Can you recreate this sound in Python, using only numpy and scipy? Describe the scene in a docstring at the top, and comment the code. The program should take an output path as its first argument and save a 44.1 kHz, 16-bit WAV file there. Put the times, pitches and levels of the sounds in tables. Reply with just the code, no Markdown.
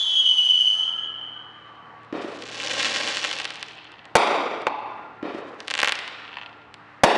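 """Shells burst over a built-up area at night: N-shaped shocks, amid stars that crackle as trains of tiny shocks.
Mortar tubes thump as decaying resonances; two whistling rockets, wavering tones over hiss, die away.
Most of these return from many houses as a long noise wash and from one far wall half a second late.
Faint far tones, filtered town noise and a distant engine's harmonics lie below;
the small microphone's gain falls on loud sounds and creeps back, and its overload clips what is still too high."""
import sys
import numpy as np
from scipy import signal
from scipy.io import wavfile
from scipy.ndimage import uniform_filter1d

SR = 44100
rng = np.random.default_rng(int(sys.argv[2]) if len(sys.argv) > 2 else 0)


def ratio(d):
    """dB to gain"""
    e = np.asarray(d, float) / 20
    return 10 ** e


def generate_wav(sig):
    """Save sig (samples, or channels by samples) to the path in sys.argv[1] as 16-bit PCM at SR."""
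    pcm = np.round(np.clip(np.atleast_2d(sig).T, -1, 1) * 32767).astype(np.int16)
    wavfile.write(sys.argv[1], SR, pcm)


N = 316197
LEAD = round(.6 * SR)   # samples computed ahead of time zero, so that early echoes are already under way
M = N + LEAD
T = (np.arange(M) - LEAD) / SR   # time, s
BURST_WALL_S, OTHER_WALL_S = .515, .539   # delay of the far wall for shell bursts and for all else


def rms_one(x):
    """Normalisation to unit effective value."""
    return x / np.sqrt(np.mean(x ** 2) + 1e-20)


def cut(x, hz, kind, order=2):
    """Butterworth filtering: maximally flat passband."""
    edges_hz = np.clip(hz, 10, .45 * SR)
    return signal.sosfilt(signal.butter(order, edges_hz, kind, fs=SR, output="sos"), x)


def later(x, s):
    """Propagation delay of s seconds."""
    return np.r_[np.zeros(round(s * SR)), x][:M]


def drift(rate):
    """Slow random fluctuation of unit spread: white noise through two equal poles at rate, in Hz."""
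    r = np.exp(-2 * np.pi * rate / SR)
    return rms_one(signal.lfilter([1], [1, -2 * r, r * r], rng.standard_normal(M + SR))[SR:])


def played(rows, fade=.03):
    """Linear interpolation of columns over time; the last, in dB, becomes a gain that fades beyond the rows."""
    s, *columns = np.transpose(rows)
    *rest, db = [np.interp(T, s, c) for c in columns]
    edge = np.clip(np.minimum(T - s[0], s[-1] - T) / fade + 1, 0, 1)
    return *rest, edge * ratio(db)


def bands(points, shape):
    """Subband synthesis: half-octave noise bands, each multiplied by shape(table values at its centre)."""
    out = 0
    edges_hz = 22 * 2 ** np.arange(0, 10, .5)
    white = rng.standard_normal((2, M))   # neighbouring bands take different noise
    hz, *columns = np.transpose(points)
    for k, (low, high) in enumerate(zip(edges_hz, edges_hz[1:])):
        log_centre = np.log(low * high) / 2
        values = [np.interp(log_centre, np.log(hz), c) for c in columns]
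        out = out + shape(*values) * cut(white[k % 2], [low, high], "band")
    return out


def tone(hz, gain, orders, wobble, wobble_rate, flutter_db, flutter_rate):
    """Additive synthesis on one phase, with random frequency and amplitude modulation."""
    phase = 2 * np.pi * np.cumsum(hz * (1 + wobble * drift(wobble_rate))) / SR
    wave = sum(ratio(db) * np.sin(k * phase) for k, db in orders)
    return np.sqrt(2) * gain * ratio(flutter_db * drift(flutter_rate)) * wave


def add(out, s, db, length_ms, lean):
    """N-wave: a jump up, a fall through zero and a jump back that is weaker the more the wave leans."""
    fall = np.linspace(0, 1, max(round(length_ms * SR / 1000), 3))
    shock = ratio(db) * (1 - 2 * fall) * np.exp(-lean * fall)
    at = LEAD + round(s * SR)
    out[at:at + len(fall)] += shock - shock.mean()   # no net pressure


def bursts():
    """Blast and scattering: one big shock per shell, and a volley of further shocks off things close by, mostly
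    weaker."""
    # shell bursts: start_s, level_db (before filtering), length_ms
    blasts = [(4.1533, 8.5, .85), (7.035, 9, 1.096)]
    shock, volley = np.zeros(M), np.zeros(M)
    for s, db, length_ms in blasts:
        add(shock, s, db, length_ms, 1.4)
        for late, weak, longer in rng.random((18, 3)):
            delay_s = 0.019 * late ** 1.4   # crowded towards the start
            volley_db = db + 4.0 - 17 * late - 4 * weak
            add(volley, s + delay_s, volley_db, length_ms * (0.6 + .6 * longer), .7)
    return cut([shock, volley], 10000, "low", order=1)


def stars():
    """Random point process: single cracks, longer the louder they are, among clumps of tiny shocks."""
    # the cracks that stand out: start_s, level_db (before filtering)
    cracks = [(2.0331, -36), (2.048, -37), (2.3723, -23), (2.3861, -38), (2.423, -13.5), (2.4564, -35),
              (2.7976, -5), (2.8286, -1), (2.8465, -4), (2.8553, -3), (2.9612, -1), (3.076, -4.5),
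              (3.1705, -1), (3.1987, -25), (3.2417, -3), (3.2483, -1.5), (3.2582, -15), (3.2787, -18),
              (3.3012, -17), (3.3129, -6.5), (3.3292, -4.5), (3.358, -15), (3.3663, -12), (3.3874, -6.5),
              (3.4007, -5), (3.4149, -13), (3.4448, -8), (3.4531, -3), (3.5051, -9), (3.5372, -20),
              (3.557, -14.5), (3.6281, -5.5), (3.6843, -19), (3.733, -31), (3.7743, -31), (3.845, -29),
              (3.9192, -26), (4.0546, -23), (4.6192, -20.5), (5.604, -11.5), (5.675, -18), (5.6811, -5),
              (5.7024, -7), (5.7092, -3), (5.713, -3.5), (5.7394, -0.5), (5.752, -3), (5.7718, -12),
              (5.778, -4), (5.7905, 1), (5.7972, -8), (5.8021, 1), (5.8167, -1), (5.8306, 9), (5.8461, 4.5),
              (5.8582, -5), (5.8747, 4), (5.8843, 1), (5.8936, 1.5), (5.922, 5), (5.9543, -6), (5.99, -8),
              (6.0783, -12), (6.7417, -18)]
    # dense crackle, one list per group of burning stars: time_s, nominal cracks_per_s, level_db (relative)
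    crackle = [
        [(2.3, 196, -29), (2.45, 520, -3), (2.65, 1070, 6.5), (2.85, 1470, 12), (2.95, 1400, 11.5),
         (3.118, 1280, 8.5), (3.312, 750, 5), (3.406, 270, -1), (3.75, 300, -23)],
        [(5.62, 500, -22), (5.75, 500, -7), (5.85, 700, -1), (5.92, 500, -6), (6.05, 600, -24)],
    ]
    crack_ms, shortest_ms = .25, .22   # nominal length at 0 dB, least nominal length
    length_growth = .3   # dB of length per dB of level
    length_spread = .5   # share of the length left to chance
    clumps_db = 1.3      # spread of the crack rate, 20 log
    roar_db = -52        # the burning tail of a climbing star roars with its crackle
    out = np.zeros(M)
    for (s, db), chance in zip(cracks, rng.random(len(cracks)) - .5):
        usual_ms = max(crack_ms * ratio(length_growth * db), shortest_ms)
        add(out, s, db, usual_ms * (1 + length_spread * chance), 1.2)
    for rows in crackle:
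        per_s, gain = played(rows)
        born = rng.random(M) < per_s * ratio(clumps_db * drift(25.0)) / SR
        # division by the root of the rate keeps the power independent of the density
        sizes = born * ratio(3.43 * np.minimum(rng.exponential(1, M), 3)) / np.sqrt(per_s)
        dealt = rng.integers(0, 4, M)   # each crack gets one of four lengths
        train = np.zeros(M)
        for k, samples in enumerate((6, 7, 8, 11)):
            train += np.convolve(sizes * (dealt == k), np.linspace(1, -1, samples))[:M]
        roar = rms_one(cut(rng.standard_normal(M), [220, 800], "band")) * ratio(roar_db + 2.0 * drift(15.0))
        out += gain * (train + roar)
    return cut(out, 6700, "low")


def mortars():
    """Damped tube resonance thrown back by nearby walls, with a muzzle shock and turbulent rushing gas."""
    # mortar shots: start_s, level_db (before the boom's echoes), tube_hz, rush_db (before its envelope)
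    thumps = [(2.1262, -12, 313, -34.5), (5.228, -12.5, 312, -40.5)]
    # walls near the mortars: delay_ms, level_db (relative to the boom)
    mortar_echoes = [(23, 4.5), (35, -45), (52, -2), (70, -5), (118, 1), (130, -24), (180, -43)]
    booms, muzzle = np.zeros(M), np.zeros(M)
    for s, db, tube_hz, rush_db in thumps:
        age = np.maximum(T - s, 0)
        envelope = age / 0.0062 * np.exp(1 - age / 0.0025)
        boom = ratio(db) * np.sin(2 * np.pi * tube_hz * age) * envelope
        booms += boom
        for ms, echo_db in mortar_echoes:
            booms += ratio(echo_db) * cut(later(boom, ms / 1000), 300, "high", order=1)
        add(muzzle, s, db - 6.5, 1.6, 1.8)
        rush = rms_one(cut(rng.standard_normal(M), [600, 4000], "band")) * ratio(4.9 * drift(19.0))
        booms += ratio(rush_db) * rush * (T > s) * (0.047 + age / 0.36) * np.exp(-age / 0.14)
    return cut(muzzle, 3600, "low"), booms


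def whistles():
    """Unsteady self-excited oscillation: burning powder makes each tube sing, over a hiss of exhaust."""
    # pitch sags to a floor, then shoots up as the charge burns out:
    # floor_reached_s, burnt_out_s, floor_hz (without the rise), sag_hz_per_s2, last_rise_hz
    rockets = [(.66, .89, 3050, 940, 200), (.48, 1.06, 2970, 720, 300)]
    # loudness: full_from_s, full_db, swell_db_per_s (before that), burn_out_loss_db, loss_time_s
    rocket_levels = [(0.101, -23.5, 16, 10.5, 0.077), (.28, -22.5, 2.5, 20, 0.2)]
    # partials of the whistle: multiple (of the pitch), level_db
    whistle_orders = [(1, 2), (1.5, -40.5), (2, -24.5), (3, -33.5)]
    rise_s, exhaust_db = .115, -26   # time constant of the last rise, hiss relative to the whistle's gain
    out = 0
    for rocket, loudness in zip(rockets, rocket_levels):
        floor_s, end_s, floor_hz, sag, rise_hz = rocket
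        full_s, db, swell, loss_db, loss_s = loudness
        left = np.maximum(end_s - T, 0)   # s until burnt out
        hz = floor_hz + sag * np.minimum(T - floor_s, 0) ** 2 + rise_hz * np.exp(-left / rise_s)
        level_db = db + swell * np.minimum(T - full_s, 0) - loss_db * np.exp(-left / loss_s)
        gain = ratio(level_db) * np.clip((end_s - T) / 0.026 + 1, 0, 1)
        out = out + tone(hz, gain, whistle_orders, .005, 35.0, 3.0, 40.0)
        hiss = rms_one(cut(rng.standard_normal(M), [2600, 6500], "band"))
        out = out + ratio(exhaust_db) * gain * hiss
    return out


def houses():
    """Diffuse reverberation: the answer of many walls to a click swells, comes in lumps and dies by bands."""
    # many walls: centre_hz, t60_s (before any weighting by distance), start_db
    wall_decays = [(109, 2.1, -45.5), (292, 1.79, -27), (814, 1.323, -24.5), (2050, 1.38, -26),
                   (3440, 1.12, -25), (8000, 0.75, -37), (12100, 0.45, -26)]
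    age = np.arange(M) / SR
    wash = bands(wall_decays, lambda t60, db: ratio(db - 60 * age / t60))
    lumps = ratio(1.3 * drift(30.0))
    return wash * lumps * (1 - 0.85 * np.exp(-age / 0.032))


def surroundings(x, wash, wash_db, wall_s, wall_db):
    """Superposed reflection: direct sound, near echoes, scatter, the far wall and the wash by convolution."""
    # near reflections: delay_ms, level_db, top_hz
    near_echoes = [(1.7, -12, 5000), (3.6, 0, 2200)]
    # ledges on the far wall favour bands: centre_hz, width_hz, level_db (relative to the wall)
    wall_rings = [(930, 450, 4.5), (2400, 1900, -0.5), (3930, 400, -9)]
    scatter_db, scatter_s = -32, .006   # small things nearby: level per sample at the start, decay time
    age = np.arange(round(.03 * SR)) / SR
    scatter = ratio(scatter_db) * rng.standard_normal(len(age)) * np.exp(-age / scatter_s)
    blur = signal.fftconvolve(x, scatter)[:M]
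    near = x + cut(blur, 5000, "low")
    for ms, db, top_hz in near_echoes:
        near = near + ratio(db) * cut(later(x, ms / 1000), top_hz, "low")
    at_wall = later(x + 3.7 * blur, wall_s)
    wall = 0
    for hz, width, db in wall_rings:
        wall = wall + ratio(wall_db + db) * cut(at_wall, [hz - width / 2, hz + width / 2], "band")
    return near + wall + ratio(wash_db) * signal.fftconvolve(x + .35 * wall, wash)[:M]


def far_tones():
    """Frequency-modulated sines: faint wavering tones from somewhere among the houses."""
    # tones, sounded at 0.98 of the listed pitch: start_s, end_s, first_hz, last_hz, level_db
    glides = [(.76, 1.1, 1305, 1305, -55), (1.1, 2.0, 1260, 1140, -58), (.76, 1.1, 1420, 1366, -57),
              (.75, 1.2, 1700, 1720, -60), (1.29, 1.4, 1493, 1583, -58), (4.9, 5.22, 1433, 1400, -58),
              (6.13, 6.5, 1435, 1410, -61)]
    out = 0
    for start_s, end_s, first_hz, last_hz, db in glides:
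        hz, gain = played([(start_s, first_hz, db), (end_s, last_hz, db)])
        out = out + tone(hz, gain, [(0.98, 0)], 0.01, 17.0, 1.17, 8.0)
    return out


def town():
    """Spectrally shaped noise: far traffic whose bands waver independently."""
    # spectrum of the town: centre_hz, density_db (dB per Hz, relative)
    spectrum = [(15, -61), (25, -4.5), (107, -2), (173, -5.5), (468, -3), (518, -6), (759, 2), (1170, -0.5),
                (1470, -0.5), (2580, -12.5), (3080, 10.5), (3410, -27.5), (11000, -141), (14300, -62.5),
                (22000, -120)]
    return ratio(-48) * rms_one(bands(spectrum, lambda db: ratio(db + 2.1 * drift(4.2))))


def engine():
    """Harmonic series of a periodic source: a distant engine, slowing for most of the time."""
    # base pitch: time_s, pitch_hz, level_db (added to every order)
    engine_pitch = [(0, 38.8, -11), (1.1, 38.65, 3), (1.8, 38.5, 0), (2.8, 38.4, 9.5), (3.6, 38.55, 0.5),
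                    (5.2, 37.3, 0.5), (6.1, 36.63, 1), (7.2, 37.24, 3)]
    # engine orders: multiple (of the pitch), level_db
    engine_orders = [(2, -77), (3, -63), (4, -69), (4.5, -73.5), (6, -67), (8, -65), (12, -71)]
    hz, gain = played(engine_pitch)
    phase = 2 * np.pi * np.cumsum(hz) / SR
    waver_db = 2.0
    out = 0
    for k, db in engine_orders:
        out = out + ratio(db + waver_db * drift(0.13)) * np.sqrt(2) * np.sin(k * phase)
    return gain * out


def scene():
    """Linear superposition of the sources, each with its share of the reflections."""
    wash = houses()
    shock, volley = bursts()
    muzzle, booms = mortars()
    age = np.arange(M) / SR
    low_wash = wash * np.exp(-age / 0.73)             # sounds from the ground reach fewer walls
    wide_wash = wash * ratio(14 * np.minimum(age, 2))   # sounds from high up reach walls further off
    out = volley + 0.18 * later(cut(volley, 3000, "low"), BURST_WALL_S)
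    out += surroundings(shock, wash, 0, BURST_WALL_S, -10)
    out += surroundings(stars(), wash, -15, OTHER_WALL_S, -19)
    out += booms + surroundings(muzzle, low_wash, 10, OTHER_WALL_S, -14)
    out += surroundings(whistles(), wide_wash, -17, OTHER_WALL_S, -23)
    out += surroundings(far_tones(), wash, -3, OTHER_WALL_S, -25)
    out += town() + engine()
    return out[None, LEAD:]


def top_cut(x):
    """Nothing passes above the cut-off."""
    return signal.sosfilt(signal.butter(12, 15360, fs=SR, output="sos"), x)


def record(dry):
    """Band limiting, gain control and overload: gain drops on loud sounds and creeps back; peaks are cut flat."""
    x = -cut(cut(dry[0], 150, "high", order=1), 10500, "low", order=14)
    level_db = 10 * np.log10(uniform_filter1d(x ** 2, 441) + 1e-12)   # power over 10 ms
    fall_db = 30 * np.arange(N) / SR   # the held level falls by 30 dB per s
    held_db = np.maximum.accumulate(level_db + fall_db) - fall_db
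    keep = np.exp(-1 / (0.013 * SR))   # smoothing over 13 ms
    duck_db = signal.lfilter([1 - keep], [1, -keep], 0.13 * np.maximum(held_db + 25.5, 0))
    x = np.clip(x * ratio(-duck_db), -.53, .53)
    mix = cut(cut(x, 9500, "low"), 25, "high", order=1)
    return top_cut(mix[None])


dry = scene()
out = record(dry)
generate_wav(out)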